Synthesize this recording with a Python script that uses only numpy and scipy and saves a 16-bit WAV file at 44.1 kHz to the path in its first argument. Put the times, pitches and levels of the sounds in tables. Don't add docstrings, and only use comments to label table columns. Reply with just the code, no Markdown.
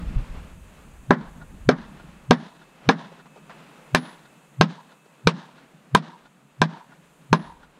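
import sys
import numpy as np
from scipy import signal
from scipy.fft import rfft, irfft, next_fast_len
from scipy.io import wavfile
from scipy.ndimage import uniform_filter1d

SR = 44100
rng = np.random.default_rng(int(sys.argv[2]) if len(sys.argv) > 2 else 0)


def materialize(psi):
    bounded = np.clip(np.atleast_2d(psi).T, -1, 1)
    quanta = np.round(bounded * 32767).astype(np.int16)
    wavfile.write(sys.argv[1], SR, quanta)


N = 343539


def amp(db):
    return 10 ** (np.asarray(db) / 20)


def unit_rms(x):
    return x / np.sqrt(np.mean(x ** 2) + 1e-20)


def at_hz(points, hz):
    freq_hz, value = np.transpose(points)
    return np.interp(np.log(hz + 1), np.log(freq_hz + 1), value)


def fader(rows, column=1):
    rows = np.array(rows)
    return np.interp(np.arange(N) / SR, rows[:, 0], rows[:, column])


def add(mix, start_s, sound):
    part = mix[round(start_s * SR):][:len(sound)]
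    part += sound[:len(part)]


def eq(x, points):
    hz = np.fft.rfftfreq(len(x), 1 / SR)
    inside = (hz >= points[0][0]) & (hz <= points[-1][0])
    return irfft(rfft(x) * amp(at_hz(points, hz)) * inside, len(x))


def noise(points, size=N):
    return unit_rms(eq(rng.standard_normal(size), points))


def jitter(t, per_s, knots=60):
    return np.interp(t * per_s, np.arange(knots), rng.standard_normal(knots))


def drift(per_s):
    return unit_rms(jitter(np.arange(N) / SR, per_s, knots=800))


def ring(modes, t, spread_db):
    luck = rng.standard_normal((len(modes), 3))
    return sum(amp(db + spread_db * level - 60 * t / t60)
               * np.sin(2 * np.pi * hz * (1 + .015 * detune) * t + hz / 2700 * phase)
               for (hz, db, t60), (level, detune, phase) in zip(modes, luck))


# time_s, rumble_db, flutter_db
GUST_LEVELS = [(0, -32, -35), (.26, -37.5, -44), (.43, -41.5, -53), (.59, -51.5, -57.5), (1.0, -54.5, -55),
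               (1.28, -47.5, -46), (1.55, -40, -53.5), (1.9, -50, -46), (2.25, -56.5, -59),
               (2.5, -72, -59.5), (3.43, -75, -53.5), (3.9, -70.5, -58.5), (4.9, -82, -60.5),
               (6.4, -80.5, -60.5), (7.25, -78, -58.5), (7.45, -52, -62.5), (7.79, -75, -60)]
# freq_hz, gain_db
RUMBLE_EQ = [(12, -12.5), (30, -2), (60, -4.5), (100, -11.5), (130, -32)]
FLUTTER_EQ = [(110, -39), (140, 0.5), (200, -4), (280, -13.5), (380, -22.5)]
# start_s, level_db, pitch_hz, t60_s
PUFFS = [(.158, -9.5, 33.7, 0.2), (0.298, -26, 39.6, 0.11), (0.338, -35, 45., 0.14)]
def wind():
    rumble = noise(RUMBLE_EQ) * amp(fader(GUST_LEVELS) + 3.5 * drift(12))
    flutter = noise(FLUTTER_EQ) * amp(fader(GUST_LEVELS, column=2) + 3.5 * drift(24))
    t = np.arange(8192) / SR
    for start_s, db, hz, t60 in PUFFS:
        overtone = .5 * np.sin(2 * np.pi * 3.54 * hz * t) * np.exp(-t / .096)
        swing = np.sin(2 * np.pi * hz * t) + overtone
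        add(rumble, start_s, -amp(db - 60 * t / t60) * swing * np.clip(t / .0062, 0, 1))
    return rumble + flutter


# time_s, level_db
LEAF_LEVELS = [(0, -46.5), (.3, -49), (.47, -51.5), (.6, -57), (.8, -50.5), (1.0, -58.5), (1.5, -56.5),
               (2.15, -53), (2.6, -60.5), (3.0, -46), (3.28, -60), (3.6, -49.5), (4.2, -57), (5.0, -60),
               (5.5, -55.5), (6.4, -61.5), (6.8, -59.5), (7.79, -58.5)]
# freq_hz, gain_db
LEAF_EQ = [(150, -6), (250, 0), (363, -4), (403, -2.5), (555, -2), (705, -4.5), (1250, -5), (1960, -10.5),
           (2600, -10.5), (6000, -26.5), (7800, -58), (13200, -120)]
def leaves():
    return noise(LEAF_EQ) * amp(fader(LEAF_LEVELS) + 1.2 * drift(22))


# time_s, level_db
HISS_LEVELS = [(0, -64.5), (1.5, -65), (3, -70), (3.9, -65.5), (5, -69), (6.5, -72.5), (7.2, -68),
               (7.79, -73.5)]
# freq_hz, gain_db
HISS_EQ = [(2940, -43), (5000, -29), (5840, 2.5), (6660, 9), (8130, 8), (14700, -3), (15700, -6),
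           (16000, -22.5)]
def hiss():
    return noise(HISS_EQ) * amp(fader(HISS_LEVELS))


# time_s, level_db
WHINE_LEVELS = [(0, -65), (.6, -70), (1.5, -70), (2.4, -65), (3.5, -63.5), (4.5, -68), (5.2, -69),
                (5.6, -79), (7.79, -80)]
def whine(pitch_hz=2605):
    cycles = np.cumsum(pitch_hz + 14 * drift(50)) / SR
    return amp(fader(WHINE_LEVELS) + 2.5 * drift(30)) * np.sin(2 * np.pi * cycles)


# start_s, level_db, centre_hz, length_s
SCUFFS_AND_TAPS = [(0.186, -43, 496, 0.015), (3.117, -47, 600, 0.015), (3.255, -48, 910, 0.022),
                   (3.358, -47, 565, 0.034), (3.493, -42.5, 1100, 0.036), (5.055, -49.5, 504, 0.012),
                   (7.391, -33, 925, 0.016)]
def grit_burst(level_db, hz, length_s):
    t = np.arange(4096) / SR
    grit = rng.standard_normal(len(t)) * amp(3 * rng.standard_normal(len(t)))
    grit = eq(grit, [(hz / 3, -16), (hz / 1.6, -2), (hz, 0), (hz * 1.6, -6), (hz * 3, -18), (7000, -32)])
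    return amp(level_db) * unit_rms(grit) * np.clip(t / .003, 0, 1) * np.exp(-(t / length_s) ** 3)


# pitch_hz, level_db, t60_s
STAKE_MODES = [(190.2, -6.5, 0.073), (280.5, -13, 0.043)]
def stake_thud(t, start_s, stake_hz, low_hz=166.1):
    push = 1.6 * t / .0033 * np.exp(-t / .0026)
    swing_s = np.maximum(t - .0022, 0)
    low_db = -4 + .89 * start_s
    modes = [(stake_hz, 0, .13), (low_hz, low_db, .15)] + STAKE_MODES
    wobble = amp(3.5 * np.clip(t / .03, 0, 1) * jitter(t, 70))
    return push - .81 * wobble * ring(modes, swing_s, spread_db=1.5) * (swing_s > 0)


# freq_hz, gain_db
SHUDDER_EQ = [(120, -25.5), (145, 0.5), (230, -2.5), (330, -16), (450, -27.5)]
def shudder(t, t60_s=.23):
    shake = noise(SHUDDER_EQ, len(t))
    return shake * amp(-10.5 + 3 * jitter(t, 45) - 60 * t / t60_s) * np.clip(t / .012, 0, 1)


# pitch_hz, level_db, t60_s
BOARD_MODES = [(770, -5, .05), (950, -4, .05), (1040, -4, .055), (1135, -4, .045), (1320, -7, .04),
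               (1520, -5, .04), (1620, -1.5, .04), (1790, -10, .035)]
def board_knock(t, knock_hz):
    knock = amp(-60 * t / .044) * np.sin(2 * np.pi * knock_hz * t)
    return -.9 * knock + .59 * ring(BOARD_MODES, t, spread_db=3.5)


# pitch_hz, level_db, t60_s
HOLLOW_MODES = [(350, -9.5, 0.052), (408, 4, 0.044), (463, 0, 0.053), (618.4, -1, .06)]
def hollow_body(t, start_s):
    shake = noise([(150, -4), (400, 2.5), (900, -1.5), (1800, -3), (2400, -16.5)], len(t))
    body = ring(HOLLOW_MODES, t, spread_db=3) + amp(-8 - 60 * t / .13) * shake
    return amp(3.5 - 1.06 * start_s) * body


# freq_hz, gain_db
RATTLE_EQ = [(300, 3), (620, -8), (1100, -6.5), (1700, -21), (2400, -12), (3000, -16.5), (3800, -15.5),
             (4500, -20.5), (5300, -19), (6200, -34.5), (7500, -35.5), (11000, -44), (16000, -58.5)]
# freq_hz, t60_s
RATTLE_DECAY = [(500, 0.031), (2000, 0.077), (6000, 0.08), (9000, .065), (14000, 0.045)]
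def rattle(t, top_db):
    slap = eq(rng.standard_normal(len(t)), RATTLE_EQ)
    slap /= np.sqrt(np.mean(eq(slap, [(2000, 0), (8000, 0)]) ** 2))
    slap = eq(slap, [(100, .0038), (5500, .0082), (9000, top_db), (17000, top_db)])
    edges_hz = np.geomspace(300, 16000, num=9)
    bands = sum(eq(slap, [(lo, 0), (hi, 0)]) * amp(-60 * t / at_hz(RATTLE_DECAY, np.sqrt(lo * hi)))
                for lo, hi in zip(edges_hz, edges_hz[1:]))
    return bands * (amp(-10.5) + np.exp(-(t / .0028) ** 2))


# pitch_hz, level_db, t60_s
EDGE_MODES = [(2360, -4, 0.031), (3214, -6.5, .02), (3777, -5, 0.023), (4304, -5, .02), (6193, -12, 0.035)]
def clack(t):
    return ring(EDGE_MODES, t, spread_db=1.5)


# pitch_hz, level_db, t60_s
STEEL_MODES = [(9950, 0, .5), (14050, -19, .6)]
def steel_ping(level_db):
    t = np.arange(round(.3 * SR)) / SR
    head = sum(amp(db - 60 * t / t60) * np.sin(2 * np.pi * hz * t) for hz, db, t60 in STEEL_MODES)
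    return amp(level_db) * head * np.clip((.28 - t) / .12, 0, 1)


# freq_hz, gain_db
ECHO_EQ = [(100, -5), (200, 8), (450, -1), (950, 4), (1300, -2), (1650, 1.5), (2300, -11), (3700, -6.5),
           (5200, -18), (6300, -20), (8000, -29), (10000, -33.5)]
def reflections(t, knock_hz, crack_db):
    taps, knock_taps = rng.standard_normal((2, len(t))) * (rng.random((2, len(t))) < .3)
    knock = np.exp(-t[:600] / .0011) * np.sin(2 * np.pi * knock_hz * t[:600])
    pitched = unit_rms(signal.fftconvolve(knock_taps, knock)[:len(t)])
    wash = unit_rms(eq(taps, ECHO_EQ)) + .34 * pitched
    treble_db = -2.5 + .6 * crack_db
    return eq(wash, [(50, .014), (1800, .0015), (3200, treble_db), (17000, treble_db)])


# delay_s, level_db
TAIL_LEVELS = [(0.018, -9), (0.058, -38), (.1, -34), (.16, -43.5), (0.219, -56), (.27, -56.5), (.31, -52),
               (.35, -65), (0.602, -65.5)]
def corn_echo(t, start_s, wash):
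    delay_s, level_db = np.transpose(TAIL_LEVELS)
    distance_db = -.5551 * start_s
    gate = np.clip((t - delay_s[0]) / .004, 0, 1) * (t < delay_s[-1])
    return wash * amp(distance_db + np.interp(t, delay_s, level_db) + 1.5 * jitter(t, 130)) * gate


def trunk_echo(t, start_s, pitch_hz=950, taps_per_s=260, delay_s=.15, spread_s=.07):
    taps = rng.standard_normal(len(t)) * (rng.random(len(t)) < taps_per_s / SR)
    rise = t[:2000] / .0022
    note = rise * np.exp(-rise) * np.sin(2 * np.pi * pitch_hz * t[:2000])
    notes = unit_rms(signal.fftconvolve(taps, note)[:len(t)])
    swell = np.exp(-((t - delay_s) / spread_s) ** 2) * np.clip(t / .03, 0, 1)
    return amp(-59 + 2 * start_s) * notes * swell


# time_s, level_db
SLAPBACK_LEVELS = [(1.1, -42.5), (2.9, -52.5), (5.2, -53), (7.4, -47)]
def slapback(t, start_s, knock_hz, wash, pitch_hz=1430):
    delay_s = .3085 - .0009 * start_s
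    level_db = np.interp(start_s, *np.transpose(SLAPBACK_LEVELS))
    rise = np.maximum(t - delay_s, 0) / .0058
    tock = np.sin(2 * np.pi * pitch_hz * t) + .21 * np.sin(2 * np.pi * knock_hz * t) + .3 * wash
    return amp(level_db) * rise * np.exp(1 - rise) * tock


# start_s, thud_db, knock_db, crack_db, top_db, stake_hz, knock_hz, steel_db
HAMMER_BLOWS = [(1.106, 4, 11.5, -6.5, 3, 247.6, 1002, -75), (1.689, 5, 10.5, -0.2, -0.5, 251, 707, -60),
                (2.308, 4.5, 13, 5, -18, 240, 728, -53), (2.889, 4.5, 11.5, 4, -5, 259.7, 794, -58),
                (3.947, -2.5, 8, 6, 7, 251, 1753, -39.5), (4.61, 4, 11, 7, -3.5, 203, 1063, -78.5),
                (5.271, 1, 10.5, 7, 0.5, 217, 1107, -84), (5.948, 0, 10, 4, 11.5, 203, 1019, -79),
                (6.616, -0.9, 10.5, 0.4, 1.5, 219, 1018, -72),
                (7.328, 2.5, 10.5, 1.6, 2, 214.3, 920, -47.5)]
def hammering():
    track = np.zeros(N)
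    t = np.arange(round(.65 * SR)) / SR
    contact = np.sin(np.pi / 2 * np.clip((t - .0008) / .001, 0, 1)) ** 2
    for start_s, thud_db, knock_db, crack_db, top_db, stake_hz, knock_hz, steel_db in HAMMER_BLOWS:
        thud = amp(thud_db) * (stake_thud(t, start_s, stake_hz) + shudder(t))
        chatter = 1 + .55 * np.clip(t / .006, 0, 1) * jitter(t, 500, knots=400)
        knock = amp(knock_db) * chatter * board_knock(t, knock_hz)
        hollow = amp(thud_db) * hollow_body(t, start_s)
        crack = amp(crack_db) * (rattle(t, top_db) + chatter * clack(t))
        wash = reflections(t, knock_hz, crack_db)
        echoes = corn_echo(t, start_s, wash) + trunk_echo(t, start_s)
        echoes += slapback(t, start_s, knock_hz, wash)
        add(track, start_s, thud + contact * (knock - hollow + crack) + echoes)
        add(track, start_s + .001, steel_ping(steel_db))
    return track


def low_cut(x, corner_hz=135):
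    size = next_fast_len(N + SR)
    hz = np.fft.rfftfreq(size, 1 / SR)
    gain = amp(-31) + 1 / (1 + (corner_hz / (hz + 1)) ** 22)
    return irfft(rfft(x, size) * gain, size)[:N]


def scene():
    blows = low_cut(hammering())
    grit = np.zeros(N)
    for start_s, *shape in SCUFFS_AND_TAPS:
        add(grit, start_s, grit_burst(*shape))
    return (blows + grit + leaves() + hiss() + whine() + wind())[None]


def overshoot(power_db, threshold_db, release_db_per_s):
    fall = np.arange(N) * release_db_per_s / SR
    return np.maximum(np.maximum.accumulate(power_db + fall) - fall - threshold_db, 0)


def record(dry):
    sidechain = signal.lfilter(*signal.butter(2, 200, "high", fs=SR), dry[0])
    power_db = 10 * np.log10(abs(uniform_filter1d(sidechain ** 2, 200, origin=60)) + 1e-12)
    quick_db = .33 * overshoot(power_db, threshold_db=-38, release_db_per_s=260)
    slow_db = .022 * overshoot(power_db, threshold_db=-4, release_db_per_s=6.7)
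    ducked = dry / amp(uniform_filter1d(quick_db + slow_db, 60))
    clipped = ducked / (1 + abs(ducked / .99) ** 6) ** (1 / 6)
    high_cut = signal.firwin(255, 16200, window=("kaiser", 9), fs=SR)
    return signal.oaconvolve(clipped, high_cut[None], "same")


dry = scene()
out = record(dry)
materialize(out)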